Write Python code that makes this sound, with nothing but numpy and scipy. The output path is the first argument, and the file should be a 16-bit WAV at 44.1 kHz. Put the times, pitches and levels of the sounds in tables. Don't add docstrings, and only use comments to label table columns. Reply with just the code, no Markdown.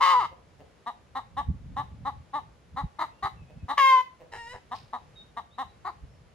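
import sys
import numpy as np
from scipy import signal
from scipy.fft import rfft, irfft, next_fast_len
from scipy.io import wavfile
from scipy.ndimage import uniform_filter1d, map_coordinates

SR = 44100
rng = np.random.default_rng(int(sys.argv[2]) if len(sys.argv) > 2 else 0)


def master_out(mix):
    frames = np.transpose(np.atleast_2d(mix))
    ceiling = np.clip(frames, -1, 1)
    pcm = np.round(ceiling * 32767).astype(np.int16)
    wavfile.write(sys.argv[1], SR, pcm)


N = 279594


def amp(db):
    return 10 ** (np.asarray(db) / 20)

def unit(x):
    return x / np.sqrt(np.mean(x ** 2) + 1e-20)

def along(points, hz):
    knots, values = np.transpose(points)
    return np.interp(np.log(hz + 1), np.log(knots + 1), values)

def curves(rows, t):
    times, *columns = np.transpose(rows)
    return [np.interp(t, times, column) for column in columns]

def wobble(rate, size):
    knots = rng.standard_normal(int(size * rate / SR) + 4)
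    return map_coordinates(knots, [np.arange(size) * rate / SR])

def add(track, start, x):
    part = track[max(0, round(start * SR)):][:len(x)]
    part += x[:len(part)]

def filtered(x, response):
    n = x.shape[-1]
    padded = next_fast_len(n + 8192)
    return irfft(rfft(x, padded) * response(np.fft.rfftfreq(padded, 1 / SR)), padded)[..., :n]

def brighten(x, db, split_hz=1500):
    treble = filtered(x, lambda hz: 1 - 1 / (1 + (hz / split_hz) ** 8))
    return x + (amp(db) - 1) * treble

def stereo_noise(spectrum, coherence):
    def response(hz):
        angle = np.arccos(np.clip(along(coherence, hz), -1, 1)) / 2
        return amp(along(spectrum, hz)) * [np.cos(angle), np.sin(angle)]
    mid, side = filtered(rng.standard_normal((2, N)), response)
    return unit(np.array([mid + side, mid - side]))

def foliage():
    # (frequency [Hz], level [dB])
    spectrum = [(80, -23.5), (150, -7), (300, -14), (500, -10.5), (660, -13.5), (1100, -17.5),
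                (2500, -23.5), (7000, -32.5), (8500, -40), (11000, -38), (13000, -55.5), (15500, -61.5)]
    # (frequency [Hz], coherence [0-1])
    coherence = [(60, 0.58), (150, 0.15), (380, 0.77), (950, 0.0), (2380, 0.56), (5980, 0.053),
                 (15000, 0.85)]
    return amp(-61.5 + .9 * wobble(4, N)) * stereo_noise(spectrum, coherence)

def wind(eddy_db=2.5, eddies_per_s=14):
    # (time [s], relative level [dB])
    breeze = [(0.0, -59), (0.86, -64.5), (1.66, -49), (2.03, -52), (2.4, -59), (2.72, -61), (3.16, -62),
              (3.48, -54.5), (3.67, -64), (3.94, -67.5), (4.48, -63.5), (4.79, -58), (5.3, -63.5),
              (6.34, -58)]
    # (time [s], half width [s], level [dB])
    bumps = [(1.498, 0.019, -24.5), (1.55, 0.02, -38.5), (1.725, 0.026, -41.5), (1.935, .02, -48),
             (2.03, .05, -45.5), (2.19, 0.048, -47.5), (2.75, 0.024, -44), (2.844, 0.019, -32.5),
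             (3.244, 0.016, -39.5), (3.425, 0.032, -45.5), (3.575, 0.018, -42), (3.641, .018, -37),
             (4.55, 0.0098, -46), (5.66, 0.012, -46.5), (6.04, .012, -37)]
    # (frequency [Hz], level [dB])
    rumble = [(18, -44), (35, -13), (55, 1.5), (80, 1), (120, -3), (170, -6), (215, -13), (260, -17.5),
              (450, -41.5), (900, -89)]
    t = np.arange(N) / SR
    buffet = amp(curves(breeze, t)[0] + 2 + eddy_db * wobble(eddies_per_s, N))
    puffs = sum(amp(db) * np.exp(-((t - time) / width) ** 2) for time, width, db in bumps)
    return np.hypot(buffet, puffs) * stereo_noise(rumble, coherence=[(60, .78), (250, .83)])

def peeps():
    # (time [s], length [s], start pitch [Hz], end pitch [Hz], relative level [dB])
    notes = [(3.098, 0.12, 2580, 2870, -67), (3.364, 0.078, 2730, 2500, -63),
             (3.47, 0.069, 2485, 2623, -67), (3.584, 0.069, 2590, 2560, -64),
             (5.155, 0.075, 3780, 3713, -48), (5.506, 0.057, 3500, 4010, -59.5),
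             (5.671, 0.056, 3990, 3890, -63), (6.071, 0.1215, 5330, 5330, -75)]
    out = np.zeros(N)
    for start, length, start_hz, end_hz, db in notes:
        progress = np.linspace(0, 1, int(length * SR))
        pitch = (start_hz + (end_hz - start_hz) * progress) * (1 + .0061 * wobble(150, len(progress)))
        arch = 2 * np.sqrt(progress * (1 - progress))
        add(out, start, amp(db) * arch * np.sin(2 * np.pi * np.cumsum(pitch) / SR))
    return out

def mutters():
    # (time [s], length [s], pitch [Hz], relative level [dB])
    notes = [(0.302, 0.032, 190.9, -58), (.59, 0.025, 165.2, -57.5), (3.492, .025, 170, -61),
             (4.191, 0.043, 166.7, -55.5)]
    # (frequency [Hz], gain [dB])
    colour = [(150, -12), (350, -6), (520, 9), (750, -8.5), (1200, -23), (2500, -21), (4000, -38.5),
              (10000, -47.5)]
    out = np.zeros(N)
    for start, length, pitch_hz, db in notes:
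        add(out, start, amp(db) * cluck(length, pitch_hz, rough=.7, colour=colour, attack_s=.03))
    return out

def scuff(peak_s=4.765, rise_s=.018, fade_db_per_s=152):
    # (frequency [Hz], level [dB])
    grit = [(1500, -13), (3500, -5.5), (5100, -3.5), (6200, -18), (14000, -35)]
    t = np.arange(N) / SR - peak_s
    stroke = np.exp(-(np.minimum(t, 0) / rise_s) ** 2) * amp(-fade_db_per_s * np.maximum(t, 0))
    return stroke * amp(-53 + 2.8 * wobble(210, N)) * stereo_noise(grit, coherence=[(4000, .43)])

def trees(x, near_db=-19, near_t60=.25, far_db=-27):
    # (frequency [Hz], reverberation time [s])
    far_t60 = [(200, 1), (1000, 0.45), (4000, 0.15), (12000, 0.14)]
    hz, t, noise = signal.stft(rng.standard_normal((2, SR // 2)), SR, nperseg=256)
    def tail(t60, db):
        decay = signal.istft(noise * amp(-60 * t / t60) * (t > .004), SR, nperseg=256)[1]
        return amp(db) * decay / np.linalg.norm(decay[0])
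    response = tail(near_t60, near_db) + tail(along(far_t60, hz)[:, None], far_db)
    return signal.fftconvolve(x[None], response, axes=1)[:, :N]

def trunks(x, count=6, delays_s=(.006, .028), db=-14):
    out = np.zeros(N)
    for delay, sign in zip(rng.uniform(*delays_s, count), rng.choice([-1, 1], count)):
        add(out, delay, sign * amp(db) * x)
    return out

def ground(x, delay_s=.001038, reflection=.58, dull_hz=6000):
    return filtered(x, lambda hz: 1 + reflection * np.exp(-2j * np.pi * hz * delay_s - (hz / dull_hz) ** 2))

def throat(x, colour, size=2048):
    gain = amp(along(colour, np.fft.rfftfreq(size, 1 / SR)))
    cepstrum = irfft(np.log(gain))
    cepstrum[1:size // 2] *= 2
    cepstrum[size // 2 + 1:] = 0
    ringing = irfft(np.exp(rfft(cepstrum)))
    return signal.fftconvolve(x, ringing)[:len(x)]

def syrinx(pitch, rough, slip=0, jitter=.083, shimmer_db=8):
    n, rough = len(pitch), np.clip(rough, 0, 1)
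    cycles = np.cumsum(pitch * (1 + jitter * rough * wobble(350, n))) / SR + slip - .3
    offset = cycles - np.round(cycles)
    lag = offset * SR / pitch
    pulses = unit(np.sinc(.8 * lag) * np.exp(-(lag / 10) ** 2))
    hiss = filtered(rng.standard_normal(n), lambda hz: np.sqrt(hz / (hz + 5000)))
    breath = unit(hiss * np.exp(-(offset / .16) ** 2))
    leak = .6 * rough + .025
    return pulses * amp(shimmer_db * rough * wobble(400, n)) + leak * breath

def cluck(length, pitch_hz, rough, colour, attack_s=.0041, release_s=.0062, scoop=.15, sag=.17):
    t = np.arange(int((length + .03) * SR)) / SR
    starting = np.exp(-t / .011)
    ending = np.clip((t - length) / .024 + 1, 0, 1)
    release = np.exp(-np.maximum(t - length, 0) / release_s)
    pressure = (1 - np.exp(-t / attack_s)) * amp(-6 * ending ** 2) * release
    bend = 1 - sag * ending ** 3 - scoop * starting + .013 * wobble(50, len(t))
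    pulses = syrinx(pitch_hz * bend, rough + .22 * ending ** 2 + .25 * starting, shimmer_db=3)
    effort = np.sin(np.pi * np.minimum(t / (length + .0066), 1) ** .67)
    voice = brighten(ground(throat(pressure * pulses, colour)), db=9 * (effort - .8))
    return unit(voice) * np.sqrt(len(t) / (length * SR))

def clucks():
    # (time [s], length [s], pitch [Hz], level [dB], treble [dB], roughness [0-1], mouth [ratio])
    notes = [(.861, 0.041, 252.3, -38, 4.5, .1, .99), (1.15, 0.046, 273.1, -36.5, 5.5, .3, 1.007),
             (1.366, 0.048, 289.2, -33.5, 5.5, 0.2, 0.96), (1.763, 0.057, 294.8, -34.5, 5, 0.5, 0.98),
             (2.05, 0.05, 281.5, -34, 1.5, 0.3, 1.014), (2.331, 0.062, 298.5, -33.5, 2.5, 0.2, 0.99),
             (2.762, 0.058, 280.8, -35.5, 3, .35, 1.035), (2.986, 0.061, 335, -33, 6.5, .7, 1.053),
             (3.224, 0.055, 419.5, -33, 6.5, .7, 1.053), (3.682, .056, 276.5, -34, 7.5, 0.8, 1.01),
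             (4.712, .037, 257.8, -39, 6, .5, 0.965), (4.928, 0.044, 253.2, -37.5, -0.5, 0.5, 1),
             (5.365, 0.035, 246.4, -40, 5.5, 0.3, 0.99), (5.579, 0.054, 273.7, -36.5, 7, 0.2, 0.98),
             (5.847, 0.054, 394.6, -37, -0.5, 0.7, 1.11)]
    # (frequency [Hz], gain [dB])
    beak_ajar = [(30, -50), (120, -27.5), (280, -12), (420, -12), (640, -5.5), (850, 5), (1000, 0.5),
                 (1190, 4), (1500, -16), (1900, -17), (2550, -38), (3100, -30), (3450, -25), (3850, -21.5),
                 (5000, -46), (5900, -38.5), (6800, -46), (8000, -45), (11000, -47), (15000, -55)]
    out = np.zeros(N)
    for start, length, pitch_hz, db, treble_db, rough, mouth in notes:
        colour = np.multiply(beak_ajar, (mouth, 1))
        add(out, start, amp(db) * brighten(cluck(length, pitch_hz, rough, colour), treble_db))
    return out

def long_call(contour, states, colour, start_ratio, attack_s=.008, release_s=.004):
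    start, end = contour[0][0], contour[-1][0]
    t = np.arange(max(start - attack_s, 0), end + 10 * release_s, 1 / SR)
    pitch, db, treble_db = curves(contour, t)
    settle_s, break_s, *grain = states
    settled = .5 + .5 * np.tanh((t - settle_s) / .0096)
    broken = .5 + .5 * np.tanh((t - break_s) / .004)
    weights = np.array([1 - settled, settled * (1 - broken), broken])
    rough, rasp = np.reshape(grain, (2, -1)) @ weights
    ratio = start_ratio + (.5 - start_ratio) * settled
    membrane_hz = pitch * ratio * (1 + .3 * rough * wobble(100, len(t)))
    tug = rasp * np.sin(2 * np.pi * np.cumsum(membrane_hz) / SR)
    pulses = syrinx(pitch * (1 + .003 * wobble(70, len(t))), rough, slip=.094 * tug)
    voice = brighten(ground(throat(pulses * (1 + .5 * tug), colour)), treble_db)
    running_rms = np.sqrt(np.abs(uniform_filter1d(voice ** 2, size=600)) + 1e-12)
    gate = np.clip(1 + (t - start) / attack_s, 0, 1) ** 2 * np.exp(-np.maximum(t - end, 0) / release_s)
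    out = np.zeros(N)
    add(out, t[0], amp(db) * gate * voice / running_rms)
    return out

def whine():
    # (time [s], pitch [Hz], relative level [dB], treble [dB])
    contour = [(4.323, 435, -43, 2), (4.342, 445.7, -38.5, -3.5), (4.368, 470.8, -43.5, 0.5),
               (4.445, 463, -46.5, -1), (4.47, 470.6, -45, 1), (4.52, 497.2, -44.5, 5),
               (4.545, 512.6, -42, -16), (4.563, 493, -42, -9)]
    states = (4.364, 4.533, 0.91, .025, 0.69, .4, 0.022, 0.5)
    # (frequency [Hz], gain [dB])
    beak_shut = [(250, -13.5), (470, 3.5), (750, 7), (1100, -6.5), (1750, 2.5), (2400, -9), (3050, -10),
                 (3550, -22), (3980, -10.5), (4550, -27), (5180, -10), (5700, -26), (6800, -21),
                 (9000, -24.5), (14000, -42)]
    call = long_call(contour, states, beak_shut, start_ratio=.31)
    return amp(-1) * (call + trunks(call))

def squawks():
    # (time [s], pitch [Hz], level [dB], treble [dB])
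    rasping = [(.01, 495, -21.5, -2), (.03, 558.8, -17.5, 7), (.06, 534.5, -19, 5), (.115, 542.6, -18.5, 4),
               (.155, 498.5, -18, -9), (.19, 490, -19.5, -9.5), (.208, 432.2, -26, 0.5),
               (.235, 330.8, -26.5, -6), (.259, 302, -29, -0.5)]
    clear = [(3.779, 561, -19.5, 6.5), (3.825, 536.7, -16.5, 4), (3.895, 530, -16.5, 5.5),
             (3.95, 519.3, -15.5, -5), (3.985, 511, -19.5, -3), (4.011, 506.7, -24, -1)]
    rasping_states = (.15, .195, 0.23, .05, .25, 0.68, 0.17, 0.21)
    clear_states = (3.798, 4.014, .35, .035, .15, 0.24, 0.048, .08)
    # (frequency [Hz], gain [dB])
    beak_open = [(30, -50), (250, -30.5), (380, -14.5), (650, -16), (880, -1), (1250, 4), (1460, -15),
                 (1640, -15.5), (1780, -20), (2150, -12.5), (2400, -26.5), (2950, -20), (4000, -24),
                 (5300, -31), (8500, -44), (15000, -50)]
    beak_wide = [(250, -44.5), (530, -18), (750, -11), (1050, 0.5), (1600, -16.5), (2130, -15),
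                 (2650, -26.5), (3200, -20), (3750, -31.5), (5300, -35.5), (6500, -39.5), (8500, -54.5),
                 (10000, -46), (15000, -51)]
    return (long_call(rasping, rasping_states, beak_open, start_ratio=.335)
            + long_call(clear, clear_states, beak_wide, start_ratio=.5))

def scene():
    # (frequency [Hz], left over right [dB])
    tilt = [(500, 0), (780, 0), (950, 2), (1100, 4), (1790, 1.5), (2740, -1), (4190, -1), (6400, 3),
            (9800, 0)]
    # (frequency [Hz], left lead [rad])
    lead = [(100, 0), (600, .75), (1200, .85), (2100, .3), (3200, .9), (4900, 1.7), (8000, 1.5),
            (13000, 2.2)]
    hen = squawks() + whine() + clucks()
    others = mutters() + peeps()
    sides = np.array([[.5], [-.5]])
    direct = filtered(hen, lambda hz: amp(sides * along(tilt, hz)) * np.exp(1j * sides * along(lead, hz)))
    beamed = brighten(hen, db=12.5, split_hz=2010)
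    beamed = brighten(beamed, db=-.5, split_hz=6500)
    scattered = trees(beamed + amp(13) * others)
    return direct + amp(-2.5) * others + scattered + wind() + foliage() + scuff()

def record(dry):
    return filtered(dry, lambda hz: hz < 15900)


dry = scene()
out = record(dry)
master_out(out)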